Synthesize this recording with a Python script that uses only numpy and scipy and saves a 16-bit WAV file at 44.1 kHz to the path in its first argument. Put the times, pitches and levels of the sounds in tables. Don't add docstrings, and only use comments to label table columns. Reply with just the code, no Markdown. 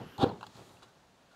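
import sys
import numpy as np
from scipy import signal
from scipy.fft import rfft, irfft
from scipy.io import wavfile
from scipy.ndimage import uniform_filter1d

SR = 44100
rng = np.random.default_rng(int(sys.argv[2]) if len(sys.argv) > 2 else 0)


def unload_audio(sound):
    columns = np.transpose(np.atleast_2d(sound))
    steps = np.round(np.clip(columns, -1, 1) * 32767)
    wavfile.write(sys.argv[1], SR, steps.astype(np.int16))


N = 59535
T = np.arange(N) / SR
BRIEF = np.arange(N // 12) / SR


def undb(db):
    return np.exp(np.asarray(db) * (np.log(10) / 20))


def unit(x):
    return x / np.sqrt(np.mean(x ** 2))


def ring(x, response):
    return signal.fftconvolve(x, response)[:len(x)]


def resonate(x, response):
    return ring(x, response / np.linalg.norm(response))


def colour(x, points):
    hz, db = np.array(points).T
    size = 4096
    f = np.maximum(np.arange(size // 2 + 1) * SR / size, 1)
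    gain = undb(np.interp(np.log(f), np.log(hz), db))
    cepstrum = irfft(np.log(gain))
    cepstrum[1:size // 2] *= 2
    cepstrum[size // 2 + 1:] = 0
    return resonate(x, irfft(np.exp(rfft(cepstrum))))


def noise(n=N):
    return rng.standard_normal(n)


def fade(t60, t):
    return np.exp(-np.log(1000) * t / t60)


def burst(t60, t=BRIEF):
    return noise(len(t)) * fade(t60, t)


def modes(table, t=BRIEF):
    return sum(undb(db) * np.sin(2 * np.pi * hz * t) * fade(t60, t) for hz, db, t60 in table)


def flex(hz, cycles):
    age = BRIEF * hz / cycles
    return age ** 2 * np.exp(2 - 2 * age) * np.sin(2 * np.pi * hz * BRIEF)


def at(s, x):
    start = max(int(s * SR), 0)
    return np.pad(x, (start, max(N - start - len(x), 0)))[:N]


def curve(points):
    s, db = np.array(points).T
    return undb(np.interp(T, s, db)) * (T >= s[0]) * (T <= s[-1])


def stroke(s, db, rise, fall):
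    return undb(db) * np.clip((T - s) / rise, 0, 1) * np.exp(-np.maximum(T - s - rise, 0) / fall)


def slips(per_s, scatter_db, uneven):
    gap, size = rng.standard_normal((N // 10, 2)).T
    where = (np.cumsum(np.exp(uneven * gap)) * SR / per_s).astype(int)
    keep = where < N
    return unit(np.bincount(where[keep], undb(scatter_db * size[keep]), N))


# t/s, level/dB, rise/s, decay/s
RUBS = [(0, -41.5, 0.00057, 0.051), (.25, -35, 0.011, 0.058), (.44, -62, 0.032, 0.21),
        (.552, -51.5, 0.039, 0.045), (.66, -60, 0.018, 0.2), (.96, -71, 0.0072, 0.032)]
# f/Hz, level/dB
RUB_SPECTRUM = [(30, -8.5), (60, -9), (110, 5), (170, 1), (390, 0), (600, -6), (850, -5), (1400, -17),
                (2000, -26.5), (4000, -29.5), (10000, -50.5)]


def rubs():
    pressure = sum(stroke(*rub) for rub in RUBS)
    friction = (slips(450, scatter_db=1, uneven=.7) + noise()) / np.sqrt(2)
    return colour(pressure * friction, RUB_SPECTRUM)


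# t/s, f/Hz
WEAVE_PITCH = [(0, 10300), (.04, 10600), (.07, 11000), (.10, 11700), (.125, 12020), (.16, 11880),
               (.215, 11700)]
# pitch ratio, drift of the ratio/(1/s), level/dB, start/s, end/s
STRANDS = [(1, 0, -85, .02, .07), (1, 0, -72, .065, .198), (.96, -1.2, -78, .078, .16),
           (1.2, 0, -80, 0, .06), (1.19, 0, -83, .06, .2), (1.16, -.4, -84, .05, .19),
           (1.1, 0, -85, .09, .2)]
# f/Hz, level/dB
TETHER_SPECTRUM = [(150, 2), (360, 5), (700, -9), (1000, -3.5), (1400, -1.5), (2400, -12), (2980, -3),
                   (3600, -14), (6000, -19.5), (9000, -29.5), (15000, -35)]


def tether():
    jitter, fade_s = .0036, .0059
    s, hz = np.array(WEAVE_PITCH).T
    t = T[:N // 5]
    pitch = np.interp(t, s, hz)
    sound = undb(-54.5) * colour(noise(len(t)), TETHER_SPECTRUM)
    for ratio, drift, db, start, end in STRANDS:
        waver = 1 + jitter * unit(uniform_filter1d(noise(len(t)), size=40))
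        strand_hz = (ratio + drift * (t - start)) * pitch * waver
        touching = np.clip(np.minimum(t - start, end - t) / fade_s + .5, 0, 1)
        sound += undb(db) * touching * np.sin(2 * np.pi * np.cumsum(strand_hz) / SR)
    return at(0, sound * np.clip((s[-1] - t) / fade_s, 0, 1))


# f/Hz, level/dB
AIR_SPECTRUM = [(18, -30), (30, -10.5), (195, -5), (228, -6), (296, -10), (448, -9.5), (645, -7),
                (774, -8.5), (928, -8.5), (1000, -12), (15000, -43.5)]


def room_air():
    return undb(-65.5) * colour(noise(), AIR_SPECTRUM)


# t/s, level/dB, dent f/Hz, contact time/s
KNOCKS = [(0.016, -40, 250, 0.00047), (0.063, -41.5, 182, 0.0029), (.190, -32.5, 127, 0.0018),
          (0.2295, -27, 111, 0.0062), (0.2316, -17, 236, .0017), (0.2402, -11, 370, 0.00102),
          (.257, -23, 433, 0.0027), (0.2684, -25.5, 298, 0.0031), (0.29, -38.5, 178, 0.0018),
          (0.2974, -30.5, 540, 0.0011), (.554, -50.5, 147, 0.0012), (.594, -40.5, 750, 0.002),
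          (0.676, -54, 290, 0.0004)]
# f/Hz, level/dB, T60/s
HULL_MODES = [(115, -16, 1), (181.7, -9.5, 0.65), (214.1, 4, 0.23), (260, -3.5, 0.15), (288.4, -1, 0.24),
              (408, 4.5, 0.32), (484.8, 1.5, 0.3), (526, -13, 0.093), (590, -14, .2), (626, -10, 0.17),
              (786, -15, 0.13), (890, -11.5, 0.16), (994, -7, 0.28)]
# f/Hz, level/dB
CAVITY_SPECTRUM = [(40, -37), (90, -11), (180, -3.5), (400, 3.5), (900, -23.5), (1500, -14), (2100, -23.5),
                   (3800, -23.5), (8000, -44)]


def knocks():
    dents, force = np.zeros((2, N))
    for s, db, hz, contact in KNOCKS:
        dents += at(s, undb(db) * flex(hz, cycles=.59))
        push = np.sin(np.pi * np.minimum(BRIEF / contact, 1)) ** 2
        force += at(s, undb(db) * push / push.sum())
    cavity = colour(noise(), CAVITY_SPECTRUM) * fade(t60=.33, t=T)
    response = undb(-25.5) * modes(HULL_MODES, T) + undb(-25) * cavity
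    return dents + ring(force, response[:N // 2])


# t/s, level/dB
SCRAPE_FORCE = [(.18, -70), (.183, -46), (.195, -41.5), (.206, -36.5), (.218, -30.5), (.236, -29),
                (.245, -43.5), (.265, -66.5), (.315, -54), (.345, -66)]
# f/Hz, level/dB
SCRAPE_SPECTRUM = [(40, -36), (100, -5.5), (200, 2.5), (270, 3), (420, 2.5), (560, -5), (800, 0),
                   (1050, -7.5), (1450, -19.5), (2000, -28.5), (2650, -21.5), (3600, -11), (4400, -21.5),
                   (5600, -34.5), (7000, -33), (15000, -51.5)]
# f/Hz, level/dB, T60/s
LID_MODES = [(792.4, 13, 0.067), (1004, -20, 0.068), (1378, -2, 0.037), (1640, -38, 0.02),
             (2630, -28, 0.047), (3350, -10.5, 0.041), (3800, -32, 0.076), (3900, -8, .06)]


def scrape():
    force = curve(SCRAPE_FORCE) * (slips(780, scatter_db=2, uneven=.45) + undb(-3) * noise())
    scattered = undb(-5.5) * resonate(force, burst(t60=.14))
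    lid = undb(-4.5) * resonate(force, modes(LID_MODES))
    return colour(force + scattered, SCRAPE_SPECTRUM) + lid


# t/s, level/dB, f/Hz, swell/cycles
CLACKS = [(.1803, -36, 847, 3.6), (.2965, -37.5, 782, 2.3), (.3105, -38, 898, 3.3),
          (0.4103, -41, 1030, 1.2), (0.4297, -34.5, 1064, 0.93)]


def clacks():
    return sum(at(s, undb(db) * flex(hz, cycles)) for s, db, hz, cycles in CLACKS)


# t/s, body level/dB, snap level/dB, local ring f/Hz, local ring level/dB
TICKS = [(0.1807, -57, -37, 940, -69), (.217, -52, -49, 3350, -42), (.2302, -30, -42, 3800, -35.5),
         (.2375, -27, -55, 4040, -37), (0.2435, -23.5, -40, 1377, -36.5), (0.291, -35, -44, 4180, -47),
         (.2975, -38, -59, 3370, -56), (0.314, -46, -57, 1050, -57), (0.41, -37, -42.5, 2700, -51.5),
         (0.4296, -30, -42, 4050, -46), (0.439, -35, -44.5, 850, -66), (.4665, -41, -35, 3380, -48),
         (0.5548, -46, -47.5, 4100, -71), (.567, -60, -40.5, 4300, -73), (.693, -70, -49, 3760, -57),
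         (0.77, -62, -55, 2720, -56)]
# f/Hz, level/dB
BODY_SPECTRUM = [(150, -43), (550, -11), (850, 7.5), (1250, 3), (1650, -1.5), (2050, -49), (2750, -5.5),
                 (4100, -21), (5000, -39.5), (15000, -44)]
SNAP_SPECTRUM = [(500, -24), (2000, -10), (3300, 2.5), (4300, 11.5), (5500, -9.5), (7000, -2), (11000, -16),
                 (15000, -17)]


def ticks():
    body, snap, force, local = np.zeros((4, N))
    for s, body_db, snap_db, hz, ring_db in TICKS:
        click = at(s, np.ones(1))
        force += undb(body_db) * click
        body += undb(body_db) * (2.16 * click + .27 * at(s, burst(t60=.044)))
        snap += undb(snap_db) * (.98 * click + .25 * at(s, burst(t60=.022)))
        local += at(s, modes([(hz, ring_db, .035)]))
    lid = undb(-23.5) * ring(force, modes(LID_MODES))
    return colour(body, BODY_SPECTRUM) + colour(snap, SNAP_SPECTRUM) + lid + local


# t/s, level/dB
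SWISH_LEVEL = [(.3, -69.5), (.38, -66.5), (.5, -64), (.58, -59.5), (.66, -63.5), (.74, -66), (.8, -67.5),
               (.86, -68.5), (1.1, -71.5), (1.35, -70.5)]
TREBLE_LEVEL = [(.56, -80), (.66, -72), (.74, -72.5), (.8, -81)]
# f/Hz, level/dB
SWISH_SPECTRUM = [(500, -0.5), (1300, 6.5), (2200, 0), (4000, 2.5), (5400, -3.5), (6800, -2.5), (9000, -11),
                  (12000, -14.5), (15000, -22)]
TREBLE_SPECTRUM = [(4000, -32), (7000, 6), (12300, -1), (14500, -11)]


def swish():
    grains = curve(SWISH_LEVEL) * (noise() + .45 * slips(1200, scatter_db=0, uneven=.8))
    treble = curve(TREBLE_LEVEL) * noise()
    return colour(grains, SWISH_SPECTRUM) + colour(treble, TREBLE_SPECTRUM)


# t/s, level/dB, rise/s, decay/s, ring f/Hz, ring level/dB
CREAKS = [(.821, -48.5, 0.01, 0.012, 1374, -6), (.868, -62, 0.016, 0.012, 1507, 10),
          (1.305, -60.5, 0.009, 0.035, 1410, -2)]
# f/Hz, level/dB
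CREAK_SPECTRUM = [(200, -1), (800, -3.5), (1400, 4), (1950, -15), (2800, -15), (4400, -4), (5500, -14),
                  (6500, -10), (15000, -33)]
# f/Hz, level/dB, T60/s
GRIPPED_MODES = [(2910, -10, 0.04), (3520, -10, 0.03), (3930, -8, 0.063)]


def creaks():
    sound = np.zeros(N)
    for s, db, rise, fall, hz, ring_db in CREAKS:
        friction = (slips(700, scatter_db=5.5, uneven=.24) + noise()) / np.sqrt(2)
        force = stroke(s, db, rise, fall) * friction
        lid = modes(GRIPPED_MODES + [(hz, ring_db, .14)])
        sound += undb(-5.5) * colour(force, CREAK_SPECTRUM) + undb(-3.5) * resonate(force, lid)
    return sound


def scene():
    mix = rubs() + tether() + room_air() + knocks() + scrape() + clacks() + ticks() + swish() + creaks()
    return mix[None]


def record(dry):
    highpass = signal.butter(2, 50, "high", fs=SR, output="sos")
    lowpass = signal.ellip(10, .2, 70, 15650, fs=SR, output="sos")
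    return signal.sosfilt(lowpass, signal.sosfilt(highpass, dry))


dry = scene()
out = record(dry)
unload_audio(out)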